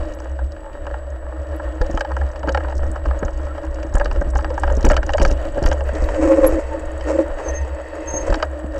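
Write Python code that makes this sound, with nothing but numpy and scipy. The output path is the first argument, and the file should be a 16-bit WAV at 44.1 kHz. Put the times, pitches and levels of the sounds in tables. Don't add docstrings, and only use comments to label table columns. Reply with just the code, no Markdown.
import sys
import numpy as np
from scipy import signal
from scipy.fft import rfft, irfft, next_fast_len
from scipy.io import wavfile
from scipy.ndimage import uniform_filter1d, map_coordinates

SR = 44100
rng = np.random.default_rng(int(sys.argv[2]) if len(sys.argv) > 2 else 0)


def log_audio(samples):
    frames = np.atleast_2d(samples).T
    limited = np.clip(frames, -1, 1)
    pcm = np.round(limited * 32767).astype(np.int16)
    wavfile.write(sys.argv[1], SR, pcm)


N = 387638
TIME = np.arange(N) / SR
HIT = np.arange(SR // 5) / SR
TOP_HZ = 15850
MOUNT_HZ = 65


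def amp(db):
    return 10 ** (np.asarray(db) / 20)


def unit(x):
    return x / np.sqrt(np.mean(x ** 2) + 1e-20)


def crest(x):
    power = uniform_filter1d(x ** 2, size=132)
    return x / np.sqrt(power.max() + 1e-20)


def peaked(x):
    return x / np.abs(x).max()


def curves(rows):
    s, *columns = np.transpose(rows)
    return [np.interp(TIME, s, column) for column in columns]


def during(rows):
    inside = (TIME > rows[0][0]) & (TIME < rows[-1][0])
    return uniform_filter1d(1. * inside, size=256)


def wobble(rate):
    knots = rng.standard_normal(N // 20)
    return map_coordinates(knots, [TIME * rate], order=3, mode="wrap")


def filtered(x, response):
    m = next_fast_len(len(x) + 8192)
    spectrum = rfft(x, m) * response(np.fft.rfftfreq(m, 1 / SR))
    return irfft(spectrum, m)[:len(x)]


def colour(points):
    f, db = np.transpose(points)
    return lambda hz: amp(np.interp(np.log(hz + 1), np.log(f), db))


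def modes(rows):
    return lambda f: sum(amp(db) * 1j * f * w / (c * c - f * f + 1j * f * w) for c, w, db in rows)


def noise(response):
    return unit(filtered(rng.standard_normal(N), response))


def burst(t60):
    return rng.standard_normal(len(HIT)) * amp(-60 * HIT / t60)


def band(x, lo_hz, hi_hz):
    edges = [lo_hz, min(hi_hz, SR / 2 - 1)]
    return signal.sosfilt(signal.butter(3, edges, "band", fs=SR, output="sos"), x)


def add(track, s, sound):
    part = track[max(round(s * SR), 0):][:len(sound)]
    part += sound[:len(part)]


def grains(rate, spread_db):
    struck = rng.random(N) < rate / SR
    size = rng.standard_normal(N) * amp(spread_db * rng.standard_normal(N))
    return unit(struck * size)


def sway(hz, drift_hz, rate, flutter_db):
    phase = 2 * np.pi * np.cumsum(hz + drift_hz * wobble(rate)) / SR
    return unit(np.sin(phase) * amp(flutter_db * wobble(rate)))


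# time in seconds, level in dB before the gusts.
WIND_LEVEL = [(0, -29), (1, -35), (1.8, -32.5), (2.3, -29.5), (2.9, -27.5), (3.8, -27), (4.1, -23),
              (5.3, -20.5), (5.5, -27.5), (6, -24.5), (6.3, -31), (7.9, -37), (8.25, -24), (8.52, -44),
              (8.79, -29)]
# frequency in Hz, relative level in dB.
WIND_SPECTRUM = [(6, -14.5), (15, 5.5), (27, 2.5), (45, 3.5), (90, -13.5), (170, -28), (400, -21),
                 (1000, -120)]
# time in seconds, level in dB before the swells.
SHAKE_LEVEL = [(0, -25), (.16, -36), (.42, -18), (.64, -48), (.92, -27), (1.45, -28), (1.66, -22.5),
               (2.06, -32), (2.2, -16.5), (2.37, -35), (2.47, -20.5), (2.92, -22), (3.65, -27.5),
               (3.95, -26), (4.08, -35), (4.21, -22.5), (4.53, -21), (5.42, -23), (5.54, -38),
               (5.68, -24.5), (6.17, -20.5), (6.26, -26.5), (6.85, -33.5), (6.95, -22), (7.4, -34),
               (7.62, -23.5), (7.95, -35.5), (8.3, -26.5), (8.79, -30)]


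def rumble():
    gust_db = 3.5 * wobble(7.4)
    wind = amp(curves(WIND_LEVEL)[0] + gust_db) * noise(colour(WIND_SPECTRUM))
    swell_db = 0.66 * wobble(7.9)
    shake = sway(MOUNT_HZ, drift_hz=4.015, rate=22, flutter_db=3.5)
    return wind + amp(curves(SHAKE_LEVEL)[0] + swell_db) * shake


# frequency in Hz, level in dB.
WHINE_TONES = [(7720, -85.5), (7782, -85.5), (7843, -63), (7903, -75), (7962, -77)]


def electronics():
    whine = sum(amp(db) * sway(hz, drift_hz=2.5, rate=15.0, flutter_db=1.5) for hz, db in WHINE_TONES)
    hiss = noise(colour([(1000, -4.5), (8800, -9.0), (10000, -7.5), (15500, -16.0)]))
    return whine + amp(-72.5) * hiss


# time in seconds, tyre roll in dB, grit and leaves in dB,
# both before the weights of their parts.
ROLL_LEVEL = [(0, -31, -46.5), (.2, -37.5, -53), (.7, -39, -54), (.95, -37, -53.5), (1.27, -36.5, -56.5),
              (1.47, -34.5, -52), (1.85, -35, -51.5), (2.5, -33.5, -51.5), (3, -34.5, -52), (4.5, -34, -50),
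              (4.95, -32.5, -49.5), (5.5, -31.5, -45), (6.05, -30.5, -54), (6.45, -26.5, -53),
              (6.6, -35, -53), (7.3, -30, -48.5), (7.8, -34.5, -53.5), (8.35, -31.5, -50),
              (8.6, -33.5, -51.5)]
# frequency in Hz, relative level in dB.
ROLL_SPECTRUM = [(60, -35.5), (110, -45.5), (200, -27), (260, -21.5), (318, 7.5), (385, -26.5), (435, -5),
                 (465, -11.5), (570, 7), (770, -13.5), (920, -14), (1180, -15.5), (1860, -17), (2100, -28),
                 (4000, -61.5)]
# frequency in Hz, relative level in dB.
GRIT_SPECTRUM = [(900, -44), (2000, 0.5), (2900, -2), (3500, 2.5), (5000, -20.5), (7000, -14),
                 (9000, -14.5), (10000, -31.5), (15500, -25.5)]
# time in seconds, level in dB relative to the roll.
PATTER_LEVEL = [(0, -4.5), (2, -6.5), (5.3, -11), (6.1, -17.5), (8.1, -6), (8.79, -19)]
# frequency in Hz, width in Hz, relative level in dB.
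BAR_MODES = [(305, 27, -22), (563.7, 47, 21), (835, 74, 9.5), (933, 316, 5), (1293, 116, 3), (1625, 124, 5),
             (1870, 39, -26.5), (2470, 510, -12.5), (2914, 220, 1.5), (3280, 110, -26), (3820, 180, -39),
             (4473, 147, -4), (4750, 89, -4.5), (5650, 210, -16.5), (6880, 400, -13), (7350, 400, -24)]


def tyres():
    roll_db, grit_db = curves(ROLL_LEVEL)
    lump_db = 2.0 * wobble(25)
    pebbles = filtered(grains(rate=110, spread_db=3.0), modes(BAR_MODES[1:7]))
    patter = amp(curves(PATTER_LEVEL)[0]) * unit(band(pebbles, 390, 1650))
    rush = amp(1.0) * noise(colour(ROLL_SPECTRUM))
    roll = amp(roll_db + lump_db) * (patter + rush)
    crackle = grains(rate=450, spread_db=3.5) + amp(-9.5) * rng.standard_normal(N)
    ringing = unit(band(filtered(crackle, modes(BAR_MODES[7:])), 1600, 7600))
    grit = amp(-6.0) * ringing + amp(-6.0) * noise(colour(GRIT_SPECTRUM))
    return roll + amp(grit_db + lump_db) * grit


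# frequency in Hz, width in Hz, relative level in dB.
LOOSE_PART_MODE = [(1610, 190, 2)]


def clack(middle_db, ring_db, sharp_db):
    shift = 1 + 0.032 * rng.standard_normal(len(BAR_MODES))
    body = [(hz * k, width, level) for (hz, width, level), k in zip(BAR_MODES, shift)]
    contact = burst(0.0084) + amp(-1.5) * burst(0.035)
    rebound_s = 0.011 * rng.uniform(0.286, 1.0)
    add(contact, rebound_s, amp(-17) * burst(0.0061))
    shudder = contact + amp(-13) * burst(0.11)
    ring = crest(band(filtered(shudder, modes(body[1:3])), 428, 1110))
    middle_modes = modes([*body[2:7], *LOOSE_PART_MODE])
    middle = peaked(band(filtered(contact, middle_modes), 753, 1583))
    edge_modes = modes([*body[7:], (2200, 450, -1)])
    edge = crest(band(filtered(burst(0.019), edge_modes), 2100, 6100))
    return amp(ring_db - 1.5) * ring + amp(middle_db - 1.98) * middle + amp(sharp_db) * edge


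# start in seconds, middle modes in dB and low ring in dB
# (both before a small trim), high modes in dB.
CLACK_BLOWS = [(0.389, -20, -42, -51), (0.565, -26, -35.5, -46), (0.74, -37, -40, -51),
               (0.867, -16.5, -27, -38), (0.911, -20, -23, -51), (0.941, -16, -29, -41),
               (1.597, -17.5, -45, -59), (1.814, -10.5, -15, -33.5), (1.9742, -8, -21.5, -28),
               (2.008, -9.5, -18.5, -25), (2.048, -14, -31, -39), (2.116, -15.5, -33, -43),
               (2.1663, -11, -27.5, -35), (2.213, -18, -31, -44), (2.359, -23, -38, -38.5),
               (2.431, -16.5, -19.5, -38.5), (2.473, -13.5, -29, -39), (2.485, -11, -29, -37),
               (2.491, -15.5, -17, -26.5), (2.547, -5, -18, -26.5), (2.574, -9, -17.5, -27.5),
               (2.605, -19.5, -28, -56), (2.647, -17, -30, -56), (2.684, -19.5, -40, -42),
               (2.724, -18.5, -32, -44), (2.831, -21, -22, -47), (2.958, -17, -27, -57),
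               (3.057, -12.5, -20.5, -38), (3.109, -14, -26, -42), (3.229, -12.5, -18, -38),
               (3.281, -14, -24, -43), (3.58, -21.5, -30, -41), (3.829, -24.5, -27, -35),
               (3.951, -15, -22, -36), (3.968, -13, -24, -54), (3.998, -15, -17.5, -32),
               (4.011, -8.5, -21, -39), (4.057, -12.5, -19.5, -29.5), (4.112, -14.5, -26, -33),
               (4.16, -17, -20.5, -39), (4.214, -17, -17.5, -47), (4.357, -10.5, -36, -35.5),
               (4.388, -15.5, -39, -41), (4.408, -28, -38, -41), (4.445, -10, -23, -29),
               (4.503, -22, -19, -39), (4.578, -9.5, -46, -39), (4.634, -6.5, -47, -31),
               (4.677, -10.5, -20.5, -34), (4.7, -14, -30, -36), (4.712, -17, -17, -55),
               (4.806, -25, -43, -52), (4.847, -7.5, -20, -24), (4.857, -14, -15, -40),
               (4.866, -21, -38, -26), (4.8997, -5, -14, -25.5), (4.909, -7, -14.5, -27),
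               (4.916, -7, -11, -28), (4.932, -16, -21, -31), (4.941, -15, -27, -35), (4.966, -7, -21, -19),
               (4.976, -13, -16.5, -36), (5.03, -13, -27, -34), (5.092, -9, -23.5, -30),
               (5.102, -15.5, -28, -38), (5.135, -10.5, -15.5, -21.5), (5.146, -16, -11, -48),
               (5.181, -10.5, -23, -28), (5.187, -20, -26, -50), (5.198, -22, -30, -28),
               (5.208, -22, -15.5, -38), (5.216, -11, -14, -23.5), (5.25, -4, -15.5, -19.5),
               (5.297, -19, -25, -49), (5.312, -39, -42, -32.5), (5.578, -20.5, -13.5, -40),
               (5.623, -25, -31, -48), (5.638, -19, -38, -31), (5.662, -11, -24, -25.5),
               (5.678, -18, -19, -39), (5.714, -9, -15, -27), (5.725, -13, -27, -29),
               (5.736, -29, -20, -51), (5.807, -19.5, -19.5, -34), (5.89, -17.5, -19, -39),
               (6.088, -15, -30, -34), (6.145, -22, -27, -34), (7.009, -23.5, -33, -35),
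               (7.386, -23, -35, -44), (8.301, -18.5, -19, -39.5), (8.325, -10, -22.5, -34),
               (8.342, -10, -21, -25), (8.4, -18, -32, -43), (8.426, -6.5, -16, -21)]
# time in seconds, reference level in dB.
RATTLE_LEVEL = [(0, -56), (.8, -83), (1.25, -77), (2, -62), (3.5, -59.5), (4.8, -52), (5.3, -56),
                (5.45, -68), (5.9, -66), (6.3, -59), (7.5, -72), (8.1, -67), (8.79, -69)]


def clacks():
    out = np.zeros(N)
    for s, middle_db, ring_db, sharp_db in CLACK_BLOWS:
        add(out, s, clack(middle_db, ring_db, sharp_db))
    contacts = signal.fftconvolve(grains(rate=20, spread_db=0.5), burst(0.048))[:N]
    small = unit(band(filtered(contacts, modes(BAR_MODES[1:7])), 600, 1900))
    return out + amp(curves(RATTLE_LEVEL)[0] + 8) * small


def tick():
    hz = 5730 * np.exp(0.17 * rng.standard_normal())
    links = burst(0.019) * (1 - np.exp(-HIT / 0.00053))
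    return peaked(band(filtered(links, modes([(hz, 1200, 0)])), 2700, 8400))


# start in seconds, peak in dB before the sizzle.
CHAIN_SLAPS = [(0.2009, -34.5), (0.2438, -44), (0.5197, -35.5), (1.1014, -43), (1.488, -46), (1.7519, -47),
               (1.813, -39), (1.863, -36), (1.9111, -31.5), (1.974, -40), (1.995, -32), (2.0073, -25),
               (2.289, -39), (2.5222, -27.5), (2.697, -39.5), (2.752, -36), (2.767, -37.5), (2.779, -32.5),
               (2.9147, -28.5), (3.19, -33), (3.2495, -27), (3.651, -41), (3.83, -39.5), (3.939, -29),
               (3.981, -28), (4.129, -37), (4.305, -33.5), (4.353, -30), (4.379, -28.5), (4.541, -35),
               (4.597, -28.5), (4.723, -31), (4.768, -25.5), (4.808, -32), (4.8281, -26.5), (4.86, -28),
               (4.9154, -22.5), (4.967, -26), (5.064, -28.5), (5.1716, -30), (5.199, -35), (5.228, -20.5),
               (5.26, -24.5), (5.2834, -27), (5.3113, -24), (5.325, -29), (5.6261, -28), (5.672, -26),
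               (5.6865, -25.5), (5.729, -27.5), (5.951, -28), (6.021, -33), (6.04, -28.5), (8.269, -32),
               (8.3543, -28.5), (8.72, -42), (8.7605, -39), (8.7804, -37)]


def chain():
    out = np.zeros(N)
    flicks = [(s + 0.0077, -20.5 + 2.04 * (db - HARD_BUMP_DB)) for s, db, _ in BUMP_HITS]
    for s, db in flicks + list(CHAIN_SLAPS):
        top = colour([(5000, -25), (8500, 0.0), (11000, -5.5), (15500, -13.0)])
        sizzle = crest(filtered(burst(0.007), top))
        sizzle_db = -45.5 + 2.6 * (db + 22.5)
        add(out, s, amp(db) * tick() + amp(sizzle_db) * sizzle)
    rattle_db, = curves(RATTLE_LEVEL)
    ticks_per_s = 24
    for i in np.flatnonzero(rng.random(N) < ticks_per_s / SR):
        tick_db = rattle_db[i] + 12.5 + 5.5 * rng.standard_normal()
        add(out, i / SR, amp(tick_db) * tick())
    return out


# start in seconds, level in dB.
PING_HITS = [(0.148, -54), (1.561, -50), (5.868, -56.5), (6.055, -56)]
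# frequency in Hz, width in Hz, relative level in dB.
METAL_MODES = [(9540, 200, -4), (11300, 300, -4.5), (11800, 91, 0.5), (14990, 110, -1.5)]


def pings():
    out = np.zeros(N)
    for s, db in PING_HITS:
        ping = band(filtered(burst(.03), modes(METAL_MODES)), 8800, 15800)
        add(out, s, amp(db) * crest(ping))
    return out


# time of the peak in seconds,
# rise and fall in seconds each, frequency at the peak in Hz, glide in Hz per second,
# level in dB before the flutter.
SQUEAL_TONES = [(.67, .11, 883, 220, -40), (3.485, .04, 1300, -500, -40), (3.514, .035, 1350, 900, -35),
                (6.3, .04, 13555, 0, -60), (6.474, .012, 11270, -3000, -18.5),
                (6.48, .03, 11400, 4000, -41), (6.734, .06, 896, 102, -28), (7.16, .06, 7553, -2500, -51),
                (7.08, .11, 1835, 0, -43), (7.285, .05, 920, 0, -39), (7.55, .15, 1850, 0, -41),
                (8.075, .1, 925, 0, -38), (7.463, .04, 6350, -2000, -38), (7.49, .014, 6200, -7000, -24),
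                (7.503, .013, 6100, -4000, -34), (7.506, .02, 6400, 0, -36), (7.567, .042, 6365, -700, -27),
                (7.619, .014, 6230, -14000, -42), (8.087, .022, 6390, 500, -24),
                (8.108, .013, 6440, 0, -20), (8.148, .045, 6418, 300, -23), (8.176, .024, 6435, -300, -18),
                (8.212, .042, 6415, 0, -30), (8.315, .035, 7560, -3000, -49)]


def squeals():
    out = np.zeros(N)
    waver, flutter_db = 1 + 0.0018 * wobble(300), 1.8 * wobble(120)
    fade_db = 34
    for s, half_s, hz, glide, db in SQUEAL_TONES:
        on = np.abs(TIME - s) < half_s
        t = TIME[on] - s
        phase = 2 * np.pi * np.cumsum((hz + glide * t) * waver[on]) / SR
        octave = (2 * hz < TOP_HZ) * np.sin(2 * phase)
        tone = np.sin(phase) + amp(-45) * octave
        swell = amp(-fade_db * (t / half_s) ** 2) - amp(-fade_db)
        out[on] += amp(db + flutter_db[on]) * swell * tone
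    return out


HARD_BUMP_DB = -4.5
# start in seconds, peak of the shove in dB, knock in dB.
BUMP_HITS = [(1.808, -8.5, -23.5), (1.894, -20.5, -23), (1.941, -12, -22), (2.43, -30, -29),
             (2.475, -29, -20.5), (2.896, -22, -31), (3.053, -13, -27.5), (3.225, -22.5, -16.5),
             (3.248, -13.5, -27), (3.847, -30, -28), (3.946, -6.5, -22), (4.212, -19.5, -22),
             (4.267, -17.5, -26.5), (4.352, -15, -23.5), (4.771, -17.5, -19.5), (4.843, -3, -12),
             (4.867, -17, -14.5), (4.88, -4.5, -31), (4.908, -22.5, -17.5), (5.197, -19, -16),
             (5.214, -5, -13), (5.248, -19, -22), (5.269, -7.5, -29), (5.311, -14, -21),
             (5.571, -22.5, -20), (5.62, -20.5, -16.5), (5.652, -3.5, -22), (5.682, -22, -23.5),
             (5.929, -29, -26), (6.022, -14, -26), (8.139, -24.5, -24), (8.294, -8.5, -20),
             (8.321, -13, -27), (8.642, -41, -23.5)]


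def bumps():
    out = np.zeros(N)
    for s, db, knock_db in BUMP_HITS:
        hz = min(20.4 * 2 ** ((HARD_BUMP_DB - db) / 13), MOUNT_HZ)
        cycles = hz * HIT + 0.31 * (1 - np.exp(-HIT / 0.0088))
        envelope = amp(-60 * HIT / 0.18) * (1 - np.exp(-HIT / 0.0041))
        shove = peaked(np.sin(2 * np.pi * cycles) * envelope)
        contact = burst(0.045) + amp(-6.5) * burst(0.13)
        knock = filtered(contact, modes([(126, 290, -1.5), (275, 64, -1.5), (520, 59, -22)]))
        add(out, s, amp(knock_db) * crest(band(knock, 90, 740)) - amp(db) * shove)
    return out


# time in seconds, clicks so far.
PAWL_COUNT = [(5.36, 0), (5.79, 8), (5.982, 12), (6.416, 20), (6.54, 22), (6.794, 26), (7.403, 36),
              (7.611, 39), (7.952, 44), (8.059, 46), (8.266, 50), (8.513, 54), (8.82, 58)]
# time in seconds, level in dB before a random scatter.
PAWL_LEVEL = [(5.4, -50), (5.8, -49), (6.55, -49), (6.95, -48), (7.35, -51.5), (7.75, -50), (8.3, -49),
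              (8.79, -49)]


def freewheel():
    teeth, db = np.floor(curves(PAWL_COUNT)[0]), curves(PAWL_LEVEL)[0]
    out = np.zeros(N)
    for i in np.flatnonzero(np.diff(teeth)):
        ratchet = modes([(7040, 330, 38), (7880, 220, 40), (8700, 500, 14), (10200, 500, 6.7)])
        click = crest(band(filtered(burst(0.031), ratchet), 6000, 10500))
        add(out, i / SR, amp(db[i] + rng.normal(0, 1.8)) * click)
    return out


# time in seconds, level in dB before the random wobble.
RUB_LEVEL = [(5.85, -37.5), (6.1, -28.5), (6.2, -25), (6.33, -23), (6.59, -28), (6.62, -36.5), (7.0, -45),
             (7.07, -25), (7.18, -28), (7.27, -46), (7.32, -58), (7.4, -33), (7.55, -33.5), (7.7, -41),
             (8.05, -35.5), (8.3, -30.5), (8.45, -45)]
# frequency in Hz, relative level in dB.
RUB_SPECTRUM = [(150, -25), (215, -19), (320, -15), (420, 9.5), (550, 14.5), (750, -0.5), (1200, -4),
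                (1900, -13.5), (2200, -13), (3600, -28), (6000, -23.5), (8200, -21.5), (9000, -33),
                (9700, -46), (11200, -46), (15500, -66.5)]
# frequency in Hz, width in Hz, relative level in dB.
HUM_MODES = [(913, 7, 12), (1823, 110, -3.5), (1974, 70, 1), (2500, 43, -9), (2580, 64, -6.5),
             (3100, 120, -14), (4510, 89, -10), (4810, 93, -19)]
# frequency in Hz, width in Hz, relative level in dB.
SING_MODE = [(11300, 330, -4)]


def brake():
    rub_db, = curves(RUB_LEVEL)
    scrape = unit(filtered(grains(rate=2400, spread_db=2.0), colour(RUB_SPECTRUM)))
    hum = unit(band(noise(modes(HUM_MODES)), 700, 4550))
    hum_db = np.minimum(rub_db - 6, -41.5)
    sing = unit(band(noise(modes(SING_MODE)), 10500, 12200))
    sing_db = rub_db - 50 + 3.8 * wobble(22)
    rubbing = amp(rub_db + 3.1 * wobble(40)) * scrape + amp(hum_db) * hum + amp(sing_db) * sing
    return during(RUB_LEVEL) * rubbing


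FORK_MODES = [320.6, 538.6]
# time in seconds, lower mode in dB,
# upper mode in dB, both before roughness and overtones.
GROAN_PULLS = [
    [(6.16, -44, -30), (6.183, -21.5, -19.5), (6.225, -14.5, -26), (6.27, -16, -22), (6.293, -23, -13),
     (6.335, -7, -11), (6.365, -27, -23.5), (6.39, -9.5, -12), (6.413, -33, -17), (6.448, -13.5, -7.5),
     (6.5, -28, -23.5), (6.54, -19.5, -34.5), (6.59, -24, -19), (6.62, -45, -45)],
    [(6.72, -56, -46), (6.748, -28, -20.5), (6.82, -43, -71)],
    [(7.03, -50, -48), (7.08, -28, -42), (7.12, -27, -40), (7.138, -22, -22), (7.162, -22, -21),
     (7.175, -31, -49), (7.188, -19, -12.5), (7.205, -12.5, -20.5), (7.26, -43, -40)],
    [(7.98, -36, -42), (8.1, -33.5, -35.5), (8.27, -37, -32), (8.38, -28, -42)],
]


def judder():
    ring = np.zeros(N)
    for groan in GROAN_PULLS:
        for hz, db in zip(FORK_MODES, curves(groan)):
            ring += amp(db) * during(groan) * sway(hz, drift_hz=11.5, rate=75, flutter_db=2.5)
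    rough = ring * (1 + 0.15 * wobble(260))
    overtones = band(ring ** 2, 700, 1400)
    return rough + amp(-9.5) * overtones


# start in seconds, level in dB.
OVERLOAD_TICKS = [(6.331, -25.5), (6.337, -31), (6.3416, -35.5), (6.3774, -39), (6.4445, -30),
                  (6.448, -32.5), (6.453, -32), (6.455, -37), (6.545, -34.5)]


def overload_ticks():
    out = np.zeros(N)
    for s, db in OVERLOAD_TICKS:
        tick_sound = filtered(burst(0.015), colour([(500, 0), (2200, 14.5), (6000, -14), (15000, -20)]))
        add(out, s, amp(db) * crest(tick_sound))
    return out


# frequency in Hz, width in Hz,
# gain at the centre in dB.
CASE_PEAKS = [(765, 18, 1), (1872, 63, 6.5), (2035, 270, -5), (2560, 62, -4), (2920, 57, -2.5),
              (3227, 120, -18), (3580, 460, -25.5), (3850, 88, 6.5), (4310, 450, -4), (4070, 140, -6),
              (4880, 230, -12), (6450, 430, -4), (6670, 150, 6.5), (7000, 200, -4), (8500, 260, -6.5),
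              (9500, 820, -5.5)]


def case(hz):
    stages = [1 + (amp(db) - 1) * modes([(centre, width, 0)])(hz) for centre, width, db in CASE_PEAKS]
    return np.prod(stages, axis=0)


def scene():
    bike = tyres() + clacks() + chain() + pings() + squeals() + bumps() + freewheel() + brake() + judder()
    return (rumble() + electronics() + filtered(bike + overload_ticks(), case))[None]


def record(dry):
    sound = filtered(dry[0], lambda hz: 1j * hz / (1j * hz + 4))
    held = sound / (1 + np.abs(sound / .71) ** 20) ** (1 / 20)
    return filtered(held, lambda hz: hz < TOP_HZ)[None]


dry = scene()
out = record(dry)
log_audio(out)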